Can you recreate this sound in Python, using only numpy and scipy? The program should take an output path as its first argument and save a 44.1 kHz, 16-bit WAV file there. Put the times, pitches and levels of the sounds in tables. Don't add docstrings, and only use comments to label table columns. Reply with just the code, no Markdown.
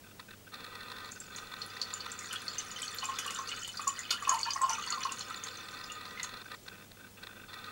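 import sys
import numpy as np
from scipy import signal
from scipy.fft import rfft, irfft, next_fast_len
from scipy.io import wavfile
from scipy.ndimage import map_coordinates

SR = 44100
rng = np.random.default_rng(int(sys.argv[2]) if len(sys.argv) > 2 else 0)


def materialize(psi):
    bounded = np.clip(np.atleast_2d(psi).T, -1, 1)
    quanta = np.round(bounded * 32767).astype(np.int16)
    wavfile.write(sys.argv[1], SR, quanta)


N = 340011


def water():
    bed = seething(clump_db=2.5, ping_db=-3)
    slaps = splashes(boost_db=8.5, rise_s=0.0012, t60=0.046, plop_db=-19.5)
    mouth = bed + slaps + single_bubbles(LOUD_BUBBLES + weaker_bubbles())
    return mouth + amp(-4.5) * room(mouth)


def bubble(t, hz, t60, rise, attack, hold=1):
    pitch = hz * (1 + rise * np.minimum(t / t60, 1))
    phase = 2 * np.pi * np.cumsum(pitch, axis=-1) / SR
    decay = np.exp(-np.log(1000) * (t / t60) ** hold)
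    return np.sin(phase) * decay * (1 - np.exp(-t / attack))


# (value at 1 kHz, power of the pitch)
RING_CYCLES, ATTACK_S = (42.6, 0.29), (0.0013, -0.6)
SNAP_GAIN, SNAP_T60_S, SNAP_WIDTH_RATIO = (0.53, 0.18), (0.09, -0.55), (0.81, -0.24)
# (time [s], ring level [dB], pitch [Hz])
LOUD_BUBBLES = [(1.1185, -33.5, 6960), (1.2017, -34.5, 7530), (1.361, -35.5, 6640), (1.617, -29, 4330),
                (1.6625, -42.5, 10600), (1.8153, -21.5, 4420), (1.938, -28, 7070), (2.005, -33, 4500),
                (2.1173, -32.5, 7300), (2.1898, -32.5, 6840), (2.3098, -35.5, 3020), (2.3354, -34, 1500),
                (2.3584, -34, 3320), (2.4807, -28, 4400), (2.5828, -28.5, 6240), (2.7614, -37, 3060),
                (2.819, -31.5, 7780), (2.879, -32.5, 4380), (2.9465, -37, 13500), (2.985, -30, 4330),
                (3.028, -33, 1060), (3.054, -32, 7340), (3.087, -29, 1072), (3.185, -35, 3420),
                (3.26, -33, 1153), (3.3468, -32, 7240), (3.388, -33.5, 1076), (3.4735, -33, 4570),
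                (3.5154, -33, 2940), (3.6458, -33, 3020), (3.7714, -31, 4670), (3.794, -31, 1215),
                (3.87, -28, 1097), (3.877, -20.5, 7060), (3.9908, -30, 7010), (4.108, -25.5, 6700),
                (4.111, -29.5, 1398), (4.223, -33.5, 1164), (4.273, -24.5, 1092), (4.289, -23, 1072),
                (4.293, -16, 6660), (4.314, -23.5, 1028), (4.3264, -41, 10220), (4.336, -31.5, 900),
                (4.3914, -31, 6600), (4.431, -24.5, 4540), (4.462, -34, 940), (4.483, -31.5, 1060),
                (4.506, -24, 4800), (4.5346, -27.5, 6180), (4.559, -30, 1108), (4.612, -28, 1046),
                (4.6163, -28.5, 7820), (4.633, -25, 1070), (4.692, -33, 1072), (4.694, -24, 5930),
                (4.702, -29.5, 904), (4.7323, -28, 6030), (4.8743, -32.5, 4420), (4.9039, -27, 6820),
                (4.9226, -27, 4360), (4.926, -30.5, 1190), (5.051, -27.5, 1080), (5.2076, -33, 4250),
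                (5.306, -34, 1320), (5.437, -30.5, 6480), (5.8396, -37.5, 4980), (5.899, -37, 2820),
                (5.9192, -36.5, 6900), (6.1729, -39, 2060), (6.1962, -33.5, 1986), (6.2304, -29.5, 6580)]
def single_bubbles(rows):
    out, t = np.zeros(N), seconds(SR // 5)
    for time, db, hz in rows:
        t60 = by_size(RING_CYCLES, hz) / hz
        ring = bubble(t, hz, t60, rise=0.0066, attack=by_size(ATTACK_S, hz), hold=1.55)
        burst = rng.standard_normal(len(t)) * fade(t, by_size(SNAP_T60_S, hz))
        width = hz * by_size(SNAP_WIDTH_RATIO, hz)
        snap = filtered(burst, lambda f: teapot(f) * resonances([(hz, width, 0)], f) ** 2)
        snap = by_size(SNAP_GAIN, hz) * snap / np.abs(snap).max()
        add(out, time, amp(db) * (ring / np.abs(ring).max() + snap))
    return out


def by_size(law, hz):
    at_1khz, power = law
    return at_1khz * (hz / 1000) ** power


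def weaker_bubbles():
    spits = strays(count=12, start=2.3, end=4.8, hz=10150, octaves=0.09, db=-50)
    plinks = strays(count=22, start=2.6, end=5.6, hz=6520, octaves=0.088, db=-37.5)
    blips = strays(count=13, start=2.3, end=5.2, hz=2940, octaves=0.052, db=-39.5)
    gulps = strays(count=6, start=4.35, end=5.05, hz=1096, octaves=0.09, db=-35.0)
    return spits + plinks + blips + gulps


def strays(count, start, end, hz, octaves, db, spread_db=3.1):
    strength, detune = rng.standard_normal((count, 2)).T
    times = scattered(count, start, end)
    return list(zip(times, db + spread_db * strength, hz * 2 ** (octaves * detune)))


def swarm(count, low_hz, high_hz, cycles, rise, spread_db, samples):
    when, pitch, strength = rng.random((count, 3)).T[:, :, None]
    hz = low_hz * (high_hz / low_hz) ** pitch
    gain = amp(-spread_db * np.log(strength + 0.035))
    rings = gain * bubble(seconds(samples), hz, t60=cycles / hz, rise=rise, attack=1 / hz)
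    place = (when * N).astype(int) + np.arange(samples)
    return unit(np.bincount(place.ravel(), rings.ravel(), N)[:N])


# (frequency [Hz], gain [dB])
SPRAY_COLOUR = [(500, -2), (2500, 2), (5000, 0.5), (9500, 2), (14000, -3)]
# (time [s], relative level [dB])
SLAPS = [(1.366, -44), (2.3252, -32), (2.82, -44), (3.037, -35), (3.1848, -32), (3.261, -36.5),
         (3.302, -33), (3.6752, -38.5), (4.1053, -25.5), (4.122, -32.5), (4.279, -38), (4.338, -34),
         (4.6965, -36.5), (5.114, -35.5), (6.2301, -40.5)]
def splashes(boost_db, rise_s, t60, plop_db):
    envelope, t = np.zeros(N), seconds(SR // 6)
    for time, db in SLAPS:
        add(envelope, time, amp(db + boost_db) * fade(t, t60) * (1 - np.exp(-t / rise_s)))
    spray = swarm(14000, low_hz=955, high_hz=15800, cycles=9.2, rise=0.16, spread_db=6, samples=250)
    spray = np.gradient(spray)
    spray = unit(filtered(spray, lambda f: amp(along(SPRAY_COLOUR, f))))
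    plop = noise(lambda f: resonances([(1140, 8400, 0)], f) ** 2)
    return filtered(envelope * spray, teapot) + amp(plop_db) * envelope * plop


# (time [s], fizz level [dB], burble level [dB])
SEETHE_LEVELS = [(.9, -58, -82), (1.5, -65, -71), (2.1, -56.5, -52.5), (2.6, -51, -55.5),
                 (3.05, -50.5, -46), (3.4, -53.5, -51.5), (3.7, -48, -52.5), (4.1, -57.5, -52),
                 (4.35, -52.5, -49.5), (4.9, -48.5, -47.5), (5.15, -53.5, -58.5), (5.6, -56.5, -54.5),
                 (6.3, -67, -87), (6.8, -66.5, -75)]
def seething(clump_db, ping_db):
    times, fizz_db, burble_db = np.transpose(SEETHE_LEVELS)
    flowing = switched([(1.0, 6.8, 0)], ramp_s=0.16)
    clumps = unit(amp(clump_db * wobble(28))) * flowing
    fizz = swarm(5000, low_hz=3610, high_hz=10200, cycles=28, rise=0.05, spread_db=6.5, samples=400)
    pings = swarm(230, low_hz=4800, high_hz=8000, cycles=100, rise=0.02, spread_db=3, samples=1100)
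    burble = swarm(1000, low_hz=1262, high_hz=3715, cycles=41, rise=0.09, spread_db=2.5, samples=1600)
    fizz, pings, burble = (unit(filtered(layer, teapot)) for layer in (fizz, pings, burble))
    fine = amp(np.interp(seconds(N), times, fizz_db)) * unit(fizz + amp(ping_db) * pings)
    coarse = amp(np.interp(seconds(N), times, burble_db)) * burble
    return clumps * (fine + coarse)


# (frequency [Hz], width [Hz], gain [dB])
POT_MODES = [(653, 1170, -11), (1120, 260, -1), (1350, 76, -1), (1920, 780, -8), (2536, 94, 0),
             (2862, 35, 2), (3003, 37, 5.5), (3540, 270, -3.5), (4240, 254, 1), (4764, 610, -0.5),
             (5740, 364, 2), (6580, 1480, -1), (7286, 300, 3.5), (8320, 540, -6), (9260, 96, -1),
             (9680, 660, -8.5), (11400, 1200, -8), (13100, 930, -5)]
def teapot(f):
    return resonances(POT_MODES, f)


# (frequency [Hz], time to fall 60 dB [s])
ROOM_DECAY = [(300, 0.22), (1200, 0.24), (5000, 0.14), (8000, 0.16), (14000, 0.08)]
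def room(x):
    out, block = np.zeros(N), SR // 4
    for start in range(0, N, block):
        hz, age, spectrum = signal.stft(rng.standard_normal(SR // 3), SR, nperseg=256)
        spectrum *= fade(age, along(ROOM_DECAY, hz)[:, None])
        _, tail = signal.istft(spectrum, SR, nperseg=256)
        echo = signal.fftconvolve(x[start:start + block], tail / np.linalg.norm(tail))
        add(out, start / SR + 0.002, echo)
    return out


# (start [s], end [s], level [dB])
MOTOR_RUNS = [(.521, 1.108, -48.5), (1.315, 3.617, -49), (3.736, 4.444, -53), (4.724, 6.427, -48.5),
              (6.501, 6.557, -48), (7.482, 7.721, -49)]
# (start [s], end [s], level [dB])
MOTOR_CREEPS = [(.03, .135, -59.5), (.185, .23, -55.5), (0.284, .35, -54.5), (.462, .495, -57),
                (1.1, 1.315, -53.5), (6.442, 6.499, -52.5), (6.662, 6.851, -53.5), (6.97, 7.087, -56),
                (7.171, 7.465, -53)]
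# (frequency [Hz], gain [dB])
CREEP_COLOUR = [(200, 4.5), (600, -1.5), (1240, -6.5), (1550, 5), (1900, -5), (2550, 3.5), (3600, -2),
                (6000, -17)]
def motor(steps_per_s, step_depth, scatter_steps):
    run = switched(MOTOR_RUNS, ramp_s=0.0087) * noise(housing)
    run *= amp(wobble(70))
    steps = steps_per_s * seconds(N) + scatter_steps * wobble(steps_per_s / 2)
    stutter = unit(1 + step_depth * np.sin(2 * np.pi * steps))
    creep = noise(lambda f: housing(f) * amp(along(CREEP_COLOUR, f))) * stutter
    return run + switched(MOTOR_CREEPS, ramp_s=0.0028) * creep


# (frequency [Hz], gain [dB])
RASP_COLOUR = [(300, -54), (1000, 2), (1250, -14), (1900, -1.5), (2600, -5), (4000, -3), (5500, 7),
               (9000, 26)]
# (time [s], relative level [dB])
HARD_JERKS = [(0.195, -39), (.3077, -44.5), (.5382, -36.5), (.6429, -36.5), (.7527, -44), (0.831, -39),
              (0.8832, -42), (0.917, -39), (0.9633, -40.5), (0.983, -37), (1.046, -39.5), (1.089, -40),
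              (1.3838, -38), (1.5376, -35.5), (1.767, -36.5), (1.9046, -38), (1.9287, -38), (2.0622, -35),
              (5.3437, -34), (5.4824, -36), (5.685, -36.5), (5.8115, -39.5), (6.0537, -36), (6.197, -33.5),
              (6.2422, -37.5), (6.2914, -38.5), (6.337, -38.5), (6.5166, -37), (6.68, -37.5), (6.9158, -44),
              (7.231, -38.5), (7.2696, -38), (7.5388, -36.5), (7.642, -39.5)]
def ticks(typical_s, from_hz, to_hz, zip_db, rasp_db):
    zips, envelope, t = np.zeros(N), np.zeros(N), seconds(SR // 40)
    rasp = noise(lambda f: housing(f) * amp(along(RASP_COLOUR, f)))
    for time, db in HARD_JERKS + twitches(chances=110, above_run_db=7, spread_db=2):
        onset = time - 0.001
        duration = typical_s * np.exp(rng.uniform(-0.28, 0.49))
        progress = np.minimum(t / duration, 1)
        swell = np.abs(np.sin(np.pi * progress)) ** 0.55
        pitch = from_hz + (to_hz - from_hz) * progress
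        glide = np.sin(2 * np.pi * np.cumsum(pitch) / SR)
        add(zips, onset, amp(db + zip_db) * swell * glide)
        add(envelope, onset, amp(db + rasp_db) * swell)
    return zips + envelope * rasp


def twitches(chances, above_run_db, spread_db):
    times = scattered(chances, 0, N / SR)
    lifts_db = above_run_db + spread_db * rng.uniform(-1, 1, chances)
    return [(time, db + lift) for time, lift in zip(times, lifts_db)
            for start, end, db in MOTOR_RUNS if start < time < end]


# (frequency [Hz], width [Hz], gain [dB])
HOUSING_MODES = [(236, 140, -6.5), (473, 131, -4), (792, 134, -8.5), (1027, 67, -2), (1239, 72, 7),
                 (1393, 275, -3), (1526, 83, 2.5), (1809, 26, 2.5), (1933, 77, -0.5), (2306, 220, -8.5),
                 (2584, 273, -5.5), (3290, 200, -11.5), (3554, 185, -1.5), (4090, 110, -3.5),
                 (4340, 44, -3.5), (4576, 113, -9.5), (5000, 1060, -23)]
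def housing(f):
    return np.sqrt(sum(amp(db) ** 2 * np.abs(resonances([(hz, width, 0)], f)) ** 4
                       for hz, width, db in HOUSING_MODES))


# (frequency [Hz], relative level per Hz [dB])
HISS_COLOUR = [(12, -12), (27, -1.5), (50, -9.5), (172, -3.5), (277, -6), (434, -8), (949, -14.5),
               (1760, -16.5), (4670, -18.5), (7110, -19), (9400, -21.5), (16000, -25.5)]
# (frequency [Hz], rms level [dB])
HUM_TONES = [(100, -65), (199, -71), (15639, -66.5)]
def background():
    hum = sum(amp(db) * np.sqrt(2) * np.sin(2 * np.pi * (hz * seconds(N) + rng.random()))
              for hz, db in HUM_TONES)
    hiss = amp(-57) * noise(lambda f: amp(along(HISS_COLOUR, f)))
    return hiss + hum


def amp(db):
    return 10 ** (np.asarray(db) / 20)


def unit(x):
    return x / np.sqrt(np.mean(x ** 2) + 1e-20)


def along(points, hz):
    frequencies, values = np.transpose(points)
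    return np.interp(np.log(hz + 1), np.log(frequencies + 1), values)


def seconds(samples):
    return np.arange(samples) / SR


def fade(t, t60):
    return np.exp(-np.log(1000) * t / t60)


def add(track, time, sound):
    start = max(round(time * SR), 0)
    part = track[start:start + len(sound)]
    part += sound[:len(part)]


def filtered(x, response):
    size = next_fast_len(len(x) + 8192)
    return irfft(rfft(x, size) * response(np.fft.rfftfreq(size, 1 / SR)), size)[:len(x)]


def resonances(modes, f):
    return sum((-1) ** k * amp(db) * 1j * f * width / (hz * hz - f * f + 1j * f * width)
               for k, (hz, width, db) in enumerate(modes))


def noise(response):
    return unit(filtered(rng.standard_normal(N), response))


def wobble(rate):
    knots = rng.standard_normal(int(N * rate / SR) + 4)
    return map_coordinates(knots, [seconds(N) * rate])


def switched(rows, ramp_s):
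    t = seconds(N)
    return sum(amp(db) * np.clip(np.minimum(t - start, end - t) / ramp_s + 0.5, 0, 1)
               for start, end, db in rows)


def scattered(count, start, end):
    return start + (end - start) * (np.arange(count) + rng.random(count)) / count


def scene():
    room_tone = background()
    whir = motor(steps_per_s=36, step_depth=0.7, scatter_steps=0.43)
    pour = water()
    jerks = ticks(typical_s=0.008, from_hz=4550, to_hz=3400, zip_db=-6.5, rasp_db=-6)
    return (pour + whir + jerks + room_tone)[None]


def record(dry):
    return np.array([filtered(channel, lambda f: f < 15800) for channel in dry])


dry = scene()
out = record(dry)
materialize(out)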